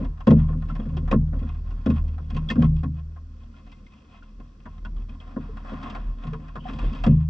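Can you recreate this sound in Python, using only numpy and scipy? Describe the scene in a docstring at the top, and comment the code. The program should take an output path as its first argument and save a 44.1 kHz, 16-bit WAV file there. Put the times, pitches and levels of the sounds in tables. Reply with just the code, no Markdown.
"""Metal boat on a still lake

Heard at a camera clamped to a small metal boat while a wet rope is hauled in by hand.
Shoves of weight ring the low hull modes; knocks and rope drag drive side-plate modes as noisy forces.
The clamp sways at two wavering sine tones; pressing water keeps the hull rumbling; the rope squeaks late on.
Filtered noise makes the wash and microphone hiss; a pulsed tone makes the insects."""
import sys
import numpy as np
from scipy import signal
from scipy.fft import rfft, irfft, next_fast_len
from scipy.io import wavfile
from scipy.ndimage import uniform_filter1d

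SR = 44100
rng = np.random.default_rng(int(sys.argv[2]) if len(sys.argv) > 2 else 0)


def inscribe(sig):
    """Save sig as 16-bit PCM at rate SR to the path in sys.argv[1].

    A 1-D sig is mono; a 2-D sig holds one channel per row.
    Samples are clipped to [-1, 1] before scaling.
    """
    pcm = np.round(np.clip(np.atleast_2d(sig).T, -1, 1) * 32767)
    wavfile.write(sys.argv[1], SR, pcm.astype(np.int16))


N = 321489
T = np.arange(N) / SR

# hull modes, low to high: [f/Hz, relative level/dB, free t60/s, free swell time/s]
HULL_BOOM = [(130.3, -5.5, 0.46, 0.01), (156.23, -2.5, 0.61, 0.02)]
HULL_BODY = [(216.9, -2.5, 0.27, 0.0043), (234.64, -1.5, 0.22, 0.0022), (264, -4.5, 0.19, 0.014),
             (298.7, -16.5, 0.36, 0.0041)]
HULL_SKIN = [(340.7, -2.5, 0.11, 0.0024), (397.7, -8.5, 0.14, 0.0031), (454, -3.5, .12, 0.0015),
             (518.2, -1.5, 0.1, 0.001), (621, -11.5, 0.14, .003)]
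# shoves of weight: [t/s, body level/dB, boom level/dB, skin level/dB, upper sway level/dB,
# favoured body f/Hz, shove length/s]
SHOVES = [(0, -33, -29, -38.5, -35.5, 193, 0.0029), (0.273, -5.5, -8, -12, -21.5, 227, 0.0028),
          (0.306, -5, -24.5, -19, -18.5, 203, 0.016), (.492, -32, -25, -41.5, -29.5, 233, 0.0092),
          (.55, -27.5, -37.5, -51, -31, 231, 0.011), (0.691, -31, -33.5, -62.5, -39, 216, 0.0076),
          (.79, -25, -37, -39, -38.5, 216, .0064), (.856, -28.5, -26, -44, -32, 212, 0.0069),
          (.918, -55, -27.5, -60, -25.5, 199.6, 0.025), (1.113, -20.5, -34.5, -22.5, -41.5, 259, 0.0055),
          (1.128, -9.5, -16, -22, -23, 219, 0.0081), (1.329, -31, -29.5, -42.5, -29, 246, 0.0021),
          (1.416, -25.5, -31.5, -42.5, -28, 240, 0.0079), (1.863, -11, -19.5, -21.5, -22.5, 258, 0.001),
          (1.893, -11, -29.5, -26.5, -21, 215, 0.0033), (2.19, -43.5, -37, -53, -31.5, 193, .018),
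          (2.319, -26, -26, -50, -30, 191, 0.022), (2.352, -30.5, -25, -42, -32.5, 211, .008),
          (2.504, -22.5, -36.5, -34, -36, 215, .0083), (2.558, -12.5, -16, -37.5, -28, 235.5, 0.028),
          (2.579, -10, -18, -38.5, -23, 216.5, 0.015), (2.615, -15, -11.5, -31, -21.5, 222, 0.0083),
          (2.831, -22.5, -23.5, -43.5, -27.5, 274, 0.014), (4.397, -39, -50.5, -52, -56, 246, 0.0033),
          (4.657, -39, -46, -48, -49, 222, 0.0025), (4.849, -36, -44.5, -69, -47, 204, 0.0084),
          (5.088, -37, -52.5, -66, -42.5, 198, 0.011), (5.367, -19.5, -36.5, -29, -40, 243, .00091),
          (5.72, -25.5, -39.5, -35, -41.5, 272, 0.0018), (6.244, -34.5, -26.5, -49.5, -42, 218, 0.019),
          (6.556, -31.5, -34, -39.5, -53, 223, 0.0027), (6.69, -26, -47, -42, -63, 260.5, .005),
          (6.73, -46, -32, -53, -42, 213, .012), (6.829, -31, -31, -34, -36, 227, 0.0035),
          (6.918, -31, -58, -61.5, -52, 225, 0.0093), (7.064, -8, -8.5, -25.5, -20, 212, 0.012)]
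# rope drag and water pressure: [t/s, low-plate force/dB, middle over low/dB, hull force/dB]
DRAG_LEVELS = [(0, -49.5, -13, -23.5), (.13, -63, -15, -59.5), (.4, -52.5, -13.5, -42.5),
               (.6, -65.5, -10, -44), (0.776, -57.5, -11.5, -40.5), (1.049, -58, -12.5, -37),
               (1.311, -82, -9, -49), (1.35, -55.5, -15, -35), (1.5, -60.5, -8, -59),
               (1.74, -51, -13.5, -49), (2.279, -62.5, -8, -47), (2.552, -48.5, -14, -44),
               (2.761, -65.5, -3, -45), (3.07, -62, -11.5, -56.5), (3.7, -66.5, -3.5, -50.5),
               (4.3, -67.5, -5.5, -54), (5.07, -61.5, -9, -52.5), (5.46, -47.5, -14, -42),
               (5.62, -51, -12, -47.5), (5.67, -41.5, -14, -43.5), (5.94, -40, -14, -34.5),
               (6.05, -55.5, -12, -52.5), (6.31, -52, -11.5, -40.5), (6.5, -59, -11, -49),
               (6.76, -42.5, -9.5, -36.5), (7.009, -48.5, -5.5, -37.5), (7.12, -59.5, -6, -43.5),
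               (7.29, -65, -15, -58)]


def undb(db):
    """Decibels to gain."""
    return 10 ** (np.asarray(db) / 20)


def unit(x):
    """Scale to rms 1."""
    return x / np.sqrt(np.mean(np.abs(x) ** 2))


def walk(rate_hz):
    """Smooth random drift: normal draws held 1 / rate_hz, then averaged twice over that time."""
    hold = int(SR / rate_hz)
    steps = np.repeat(rng.standard_normal(N // hold + 1), hold)
    return 1.1 * uniform_filter1d(uniform_filter1d(steps, hold), hold)[:N]


def colour(x, spectrum):
    """Shape by a [f/Hz, gain/dB] spectrum, interpolated over log frequency."""
    hz, db = np.transpose(spectrum)
    f = np.maximum(np.fft.rfftfreq(N, 1 / SR), 1)
    gain = undb(np.interp(np.log(f), np.log(hz), db))
    return irfft(rfft(x) * gain, N)


def resonate(force, modes, side_db):
    """Double-pole [f/Hz, width/Hz, level/dB] modes, power-normalised; returns mid and a wider, unlike side."""
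    ring, power = np.zeros((2, N)), 0
    unlike = force * np.sign(rng.standard_normal(N)) * undb(side_db)
    for hz, width_hz, db in modes:
        for channel, (push, wider) in enumerate(((force, 1), (unlike, 2.5))):
            pole = np.exp((2j * np.pi * hz - 1.5 * np.pi * width_hz * wider) / SR)
            mode = signal.lfilter([(1 - abs(pole)) ** 2], np.poly([pole, pole]), push).real
            ring[channel] += mode * undb(db) / np.sqrt(wider)
        power += undb(2 * db) * 1.86 * np.pi * width_hz / SR / 8
    return ring / np.sqrt(power)


def grit(rate_hz, spread_db):
    """Stick-slip force: random noise grains, 3 ms decay, of unequal size."""
    starts = (rng.random(N) < rate_hz / SR) * undb(spread_db * rng.exponential(size=N))
    envelope = signal.lfilter([1], [1, -np.exp(-1 / (.003 * SR))], starts)
    return unit(envelope * rng.standard_normal(N))


def struck(start_s, hz, peak_db, t60_s, swell_s, angle_rad):
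    """One mode that swells, then dies; returns its slice and its sound."""
    t = T[:int(np.clip(t60_s, .005, 1.9) * SR)]
    shape = (1 - np.exp(-t / swell_s)) * np.exp(-np.log(1000) * t / t60_s)
    i = max(int(start_s * SR), 0)
    return slice(i, i + len(t)), undb(peak_db) * shape / shape.max() * np.sin(2 * np.pi * hz * t + angle_rad)


def sway():
    """Clamp and hull flex at two slow, wavering tones; water slops under the lower one."""
    low_centre_hz, upper_centre_hz = 38.66, 76.93
    slosh_re_low_db = -10.5
    fade_db_per_s, swell_s, rest_db = 32, 0.027, -61.5
    # low sway tone, before waver: [t/s, rms level/dB]
    low_levels = [(0.0, -40), (0.1, -27), (0.28, -42), (0.32, -29), (0.69, -24), (0.93, -32), (1.24, -22.5),
                  (1.34, -29), (2.25, -33.5), (2.43, -24), (2.52, -37), (2.68, -21.5), (2.92, -43),
                  (3.86, -46), (3.9, -61.5), (4.48, -39.5), (4.59, -52), (4.87, -32.5), (5.93, -40),
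                  (5.99, -30.5), (6.25, -40), (6.8, -31.5), (6.9, -20), (6.96, -32.5), (7.15, -22.5),
                  (7.29, -33)]
    low_db = np.interp(T, *np.transpose(low_levels)) + 4.5 * walk(16)
    # the upper tone takes the latest shove's level, then fades to its rest
    shove_s, upper_db = np.transpose([(row[0], row[4]) for row in SHOVES])
    latest = np.maximum(np.searchsorted(shove_s, T, "right") - 1, 0)
    upper_gain = undb(upper_db[latest] - fade_db_per_s * (T - shove_s[latest]))
    swell = int(swell_s * SR)
    upper_gain = uniform_filter1d(upper_gain, swell, origin=(swell - 1) // 2)  # looks back only
    upper_gain = upper_gain + undb(rest_db + 4 * walk(2.8))
    low = np.sin(2 * np.pi * np.cumsum(low_centre_hz * (1 + .06 * walk(6.4))) / SR)
    upper = np.sin(2 * np.pi * np.cumsum(upper_centre_hz * (1 + .015 * walk(9.4))) / SR)
    slosh_band = signal.butter(2, [22, 110], "band", fs=SR, output="sos")
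    slosh = unit(signal.sosfilt(slosh_band, rng.standard_normal(N)))
    low_part = undb(low_db) * (np.sqrt(2) * low + undb(slosh_re_low_db) * slosh)
    return low_part + upper_gain * np.sqrt(2) * upper


def thumps():
    """Each shove swells every hull mode and lets it ring; weight on the hull shortens body and skin rings."""
    free_share, free_share_per_s = 0.62, 19.5  # share of free ring time: at no shove, gained per s of shove
    angle_spread_rad = 1 / 3  # modes start nearly in step
    out = np.zeros(N + 2 * SR)
    chance = rng.standard_normal((len(SHOVES), 3, 8))
    for (s, body_db, boom_db, skin_db, _, spot_hz, shove_s), luck in zip(SHOVES, chance):
        share = min(free_share + free_share_per_s * shove_s, 1)
        groups = (
            (HULL_BODY, body_db, 40, share),
            (HULL_BOOM, boom_db, 0, 1),  # always rings freely
            (HULL_SKIN, skin_db, 0, share),
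        )
        for (modes, group_db, focus, free), draws in zip(groups, luck):
            for (hz, mode_db, t60_s, swell_s), draw in zip(modes, draws):
                # body modes far from the favoured pitch speak less
                peak_db = group_db + mode_db - focus * abs(np.log(hz / spot_hz))
                where, ring = struck(s, hz, peak_db, t60_s * free, free * swell_s + shove_s,
                                     draw * angle_spread_rad)
                out[where] += ring
    return out[:N]


def pings():
    """Loose pieces jolted into ringing, one decaying sine each."""
    # pings: [t/s, peak level/dB, f/Hz, t60/s]
    loose_pieces = [(0.489, -39.5, 1066, 0.11), (.70, -32.5, 1337, 0.042), (0.799, -50, 3290, 0.037),
                    (.97, -34.5, 357, 0.096), (1.128, -17, 1082, 0.019), (2.364, -38.5, 2600, 0.033),
                    (2.488, -28.5, 3354, 0.05), (2.501, -23, 1810, 0.041), (2.628, -29, 1090, 0.082),
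                    (3.541, -53.5, 1400, 0.05), (3.866, -51, 2114, 0.037), (4.224, -46, 1424, 0.034),
                    (4.849, -40.5, 1470, 0.077), (5.202, -45, 3260, 0.017), (5.491, -38.5, 437, 0.071),
                    (6.327, -35.5, 445, 0.14), (6.654, -29.5, 740, 0.072)]
    out = np.zeros(N + 2 * SR)
    for s, db, hz, t60_s in loose_pieces:
        where, ring = struck(s, hz, db, t60_s, 0.045 * t60_s, 0)
        out[where] += ring
    return out[:N]


def drag_force():
    """Dragging rope: stick-slip grit plus noise, as forces on the low, middle and top plate modes."""
    s, low_db, lift_db, _ = np.transpose(DRAG_LEVELS)
    low_db, lift_db = np.interp(T, s, low_db), np.interp(T, s, lift_db)
    middle_db = low_db + lift_db
    top_db = -72 + 0.83 * (middle_db + 65)  # top follows middle: -72 dB where middle is -65 dB
    drag = 0.68 * grit(350, spread_db=4.5) + 0.79 * rng.standard_normal(N)
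    drag *= undb(5.45 * walk(25))
    top_drag = 0.47 * drag + 0.62 * rng.standard_normal(N)
    return np.array([undb(low_db) * drag, undb(middle_db) * drag, undb(top_db) * top_drag])


def knock_force():
    """Rope and gear knocks: short decaying noise forces on the low, middle and top plate modes."""
    rise_s, contact_t60_s, top_re_middle_db = 0.0031, 0.075, -11
    # knocks: [t/s, low-plate force/dB, middle over low/dB]
    knocks = [(.023, -42.5, -23), (0.045, -34.5, -12.5), (0.173, -42, -16), (.203, -34.5, -14),
              (.27, -17.5, -12.5), (.305, -20, -13), (.486, -39.5, -27), (0.528, -39, -25),
              (.622, -39, -20), (0.686, -31.5, -17), (0.701, -40, -12), (0.752, -31.5, -11.5),
              (0.795, -35.5, -20), (0.855, -39, -15), (0.888, -44, -8), (.967, -30.5, -7.5),
              (1.076, -28.5, -19), (1.112, -17.5, -11.5), (1.131, -25, -43), (1.275, -50.5, -11),
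              (1.329, -32.5, -41), (1.389, -43, -5.5), (1.426, -39, -16), (1.468, -40.5, -15),
              (1.545, -43, -11), (1.706, -41.5, -10.5), (1.859, -25.5, -10), (1.9, -28, -11),
              (2.079, -51.5, 0.5), (2.18, -33.5, -26), (2.301, -36, -4.5), (2.345, -39.5, -4),
              (2.365, -28.5, -8.5), (2.488, -34.5, -1), (2.501, -23.5, -0.5), (2.555, -33.5, -18),
              (2.62, -26, -10.5), (2.642, -29.5, -13), (2.832, -27, -18.5), (3.162, -40, -33),
              (3.667, -44, -12), (3.717, -44.5, -0.5), (3.863, -56, 1), (4.141, -46, -13),
              (4.227, -49.5, -4), (4.399, -43.5, -15), (4.656, -31.5, -23), (4.849, -32, -14.5),
              (5.091, -47, -4), (5.203, -45, -1), (5.363, -35.5, -29), (5.569, -31.5, -17),
              (5.647, -34, -23), (5.829, -29.5, -11), (5.898, -33.5, -3.5), (5.949, -25.5, -16),
              (6.268, -34.5, -10), (6.331, -30, -15), (6.485, -39.5, -13), (6.555, -24.5, -19.5),
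              (6.732, -42.5, -1.5), (6.787, -28.5, -11.5), (6.93, -39, -5), (6.948, -33, -10),
              (7.037, -18, -13), (7.063, -23, -12.5)]
    force = np.zeros((3, N))
    contact = .5 * grit(830, spread_db=-4.0) + 0.7 * rng.standard_normal(N)
    for s, low_db, bright_db in knocks:
        i = int((s - .0015) * SR)  # force starts just ahead of the listed time
        t = T[:min(int(.3 * SR), N - i)]
        shape = np.minimum(t / rise_s, 1) * np.exp(-np.log(1000) * t / contact_t60_s)
        levels_db = low_db + np.array([0, bright_db, top_re_middle_db + bright_db])
        force[:, i:i + len(t)] += undb(levels_db)[:, None] * shape * contact[i:i + len(t)]
    return force


def plates():
    """Knocks and the dragging rope drive the same side-plate modes."""
    # side-plate modes, three bands: [f/Hz, width/Hz, relative level/dB]
    low_modes = [(642.6, 23, -7.5), (731.7, 44.6, -7), (781, 156, -8.5), (975, 31.4, -3), (1075.5, 43.8, 3),
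                 (1188, 96, -3), (1292, 93, -4), (1411, 74, -5.5), (1577, 152, -10), (1694, 50, -14),
                 (1807, 60, -16.5), (870, 180, -22.5)]
    middle_modes = [(2090, 40, 2.5), (2540, 120, 4), (2746, 70, 2.5), (3194, 130, -4), (3326, 180, 0.5),
                    (3640, 150, -7)]
    top_modes = [(3800, 67, -3), (4595, 200, -1), (4800, 210, -1.5), (5230, 450, -1.5), (5833, 730, -15),
                 (7580, 120, -13)]
    low, middle, top = drag_force() + knock_force()
    rings = resonate(low, low_modes, side_db=-10.5)
    rings += resonate(middle, middle_modes, side_db=-17.5)
    return rings + resonate(top, top_modes, side_db=-34)


def hull_rumble():
    """Water pressing on the hull keeps its modes murmuring, wider than the free ring as water damps it."""
    s, _, _, hull_db = np.transpose(DRAG_LEVELS)
    wet_modes = []
    for modes, group_db in ((HULL_BOOM, -2), (HULL_BODY, 0.1), (HULL_SKIN, -16)):
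        wet_modes += [(hz, 4 / t60_s, db + group_db) for hz, db, t60_s, _ in modes]
    force_db = np.interp(T, s, hull_db) + 1.7 * walk(24)
    return resonate(undb(force_db) * rng.standard_normal(N), wet_modes, side_db=-23)


def wash():
    """Water and far-off air: coloured noise, unlike in mid and side, with little low end in the side."""
    # wash spectrum: [f/Hz, relative level/dB]
    wash_spectrum = [(12, -35), (20, -8.5), (48, 2.5), (114, -7), (220, -10), (374, -20), (840, -51.5),
                     (1050, -23.5), (2250, -41), (5580, -39.5), (8360, -52.5), (10900, -80.5),
                     (18400, -120)]
    mid, side = (unit(colour(rng.standard_normal(N), wash_spectrum)) for _ in range(2))
    side = signal.sosfilt(signal.butter(2, 500, "high", fs=SR, output="sos"), side)
    return undb(-55.5 + 0.63 * walk(3.0)) * np.array([mid, side])


def insects():
    """Insects buzz in quick pulses: a fixed tone under a sharply peaked periodic envelope."""
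    tone_hz, pulse_centre_hz = 5720, 52
    beat = 2 * np.pi * np.cumsum(pulse_centre_hz * (1 + 0.0016 * walk(0.9))) / SR
    buzz = unit(np.exp(2.5 * np.cos(beat)) * np.sin(2 * np.pi * tone_hz * T))
    buzz = buzz * undb(-88 + 2 * walk(0.62))
    return np.array([buzz, .3 * buzz])  # mid, side


def squeak():
    """Wet rope on the rim: a narrow rasp whose pitch mostly climbs as the rope tightens."""
    # squeak: [t/s, f/Hz, level of the rasp that modulates the sine/dB]
    glide = [(6.574, 2844, -89), (6.602, 3000, -52), (6.701, 3250, -72), (6.8, 3290, -59), (6.9, 3550, -62),
             (7.03, 3590, -75), (7.05, 3500, -85)]
    s, hz, db = np.transpose(glide)
    rasp = unit(signal.sosfilt(signal.butter(2, 180, fs=SR, output="sos"), rng.standard_normal(N)))
    tone = np.sin(2 * np.pi * np.cumsum(np.interp(T, s, hz)) / SR)
    return undb(np.interp(T, s, db, left=-200, right=-200)) * rasp * tone


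def ports(mid, side):
    """Two microphone ports on one body: the same shake arrives with a pitch-dependent lean and lag."""
    # ports: [f/Hz, left minus right/dB, left lead/rad]
    port_offsets = [(60, 0, .03), (200, 0.73, 0.094), (350, 0.5, 0.47), (493, 2, .7), (806, 1.5, 1.21),
                    (940, 1.5, 0.15), (1250, 0.5, -1), (1750, 1, -1.2), (2040, 5, 1.3), (2570, 2, 1.2),
                    (2880, -2, -2.1), (3160, -0.5, 1.3), (5440, -1.5, -0.76), (7800, 4, -0.47)]
    hz, lean_db, lead_rad = np.transpose(port_offsets)
    size = next_fast_len(N + SR)
    log_f = np.log(np.maximum(np.fft.rfftfreq(size, 1 / SR), 1))
    lean = np.interp(log_f, np.log(hz), lean_db)
    lead = np.interp(log_f, np.log(hz), lead_rad)
    half = undb(lean / 2) * np.exp(.5j * lead)  # each port takes half the offset
    left = irfft(rfft(mid + side, size) * half, size)[:N]
    right = irfft(rfft(mid - side, size) / half, size)[:N]
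    return np.array([left, right])


def scene():
    """All layers summed as mid and side, then heard at the two ports."""
    mid, side = plates() + hull_rumble() + wash() + insects()
    mid = mid + sway() + thumps() + pings() + squeak()
    return ports(mid, side)


def record(dry):
    """The camera rounds deep low swings and cuts the top; faint hiss is added after the cut."""
    slow = signal.sosfiltfilt(signal.butter(2, 700, fs=SR, output="sos"), dry)
    rounded = dry - slow + 0.71 * np.tanh(slow / 0.73)
    cut = signal.sosfilt(signal.ellip(6, .2, 40, 8500, fs=SR, output="sos"), rounded)
    white = undb(-101) * rng.standard_normal(dry.shape)
    hiss = signal.sosfilt(signal.butter(4, 13000, fs=SR, output="sos"), white)
    return cut + hiss


dry = scene()
out = record(dry)
inscribe(out)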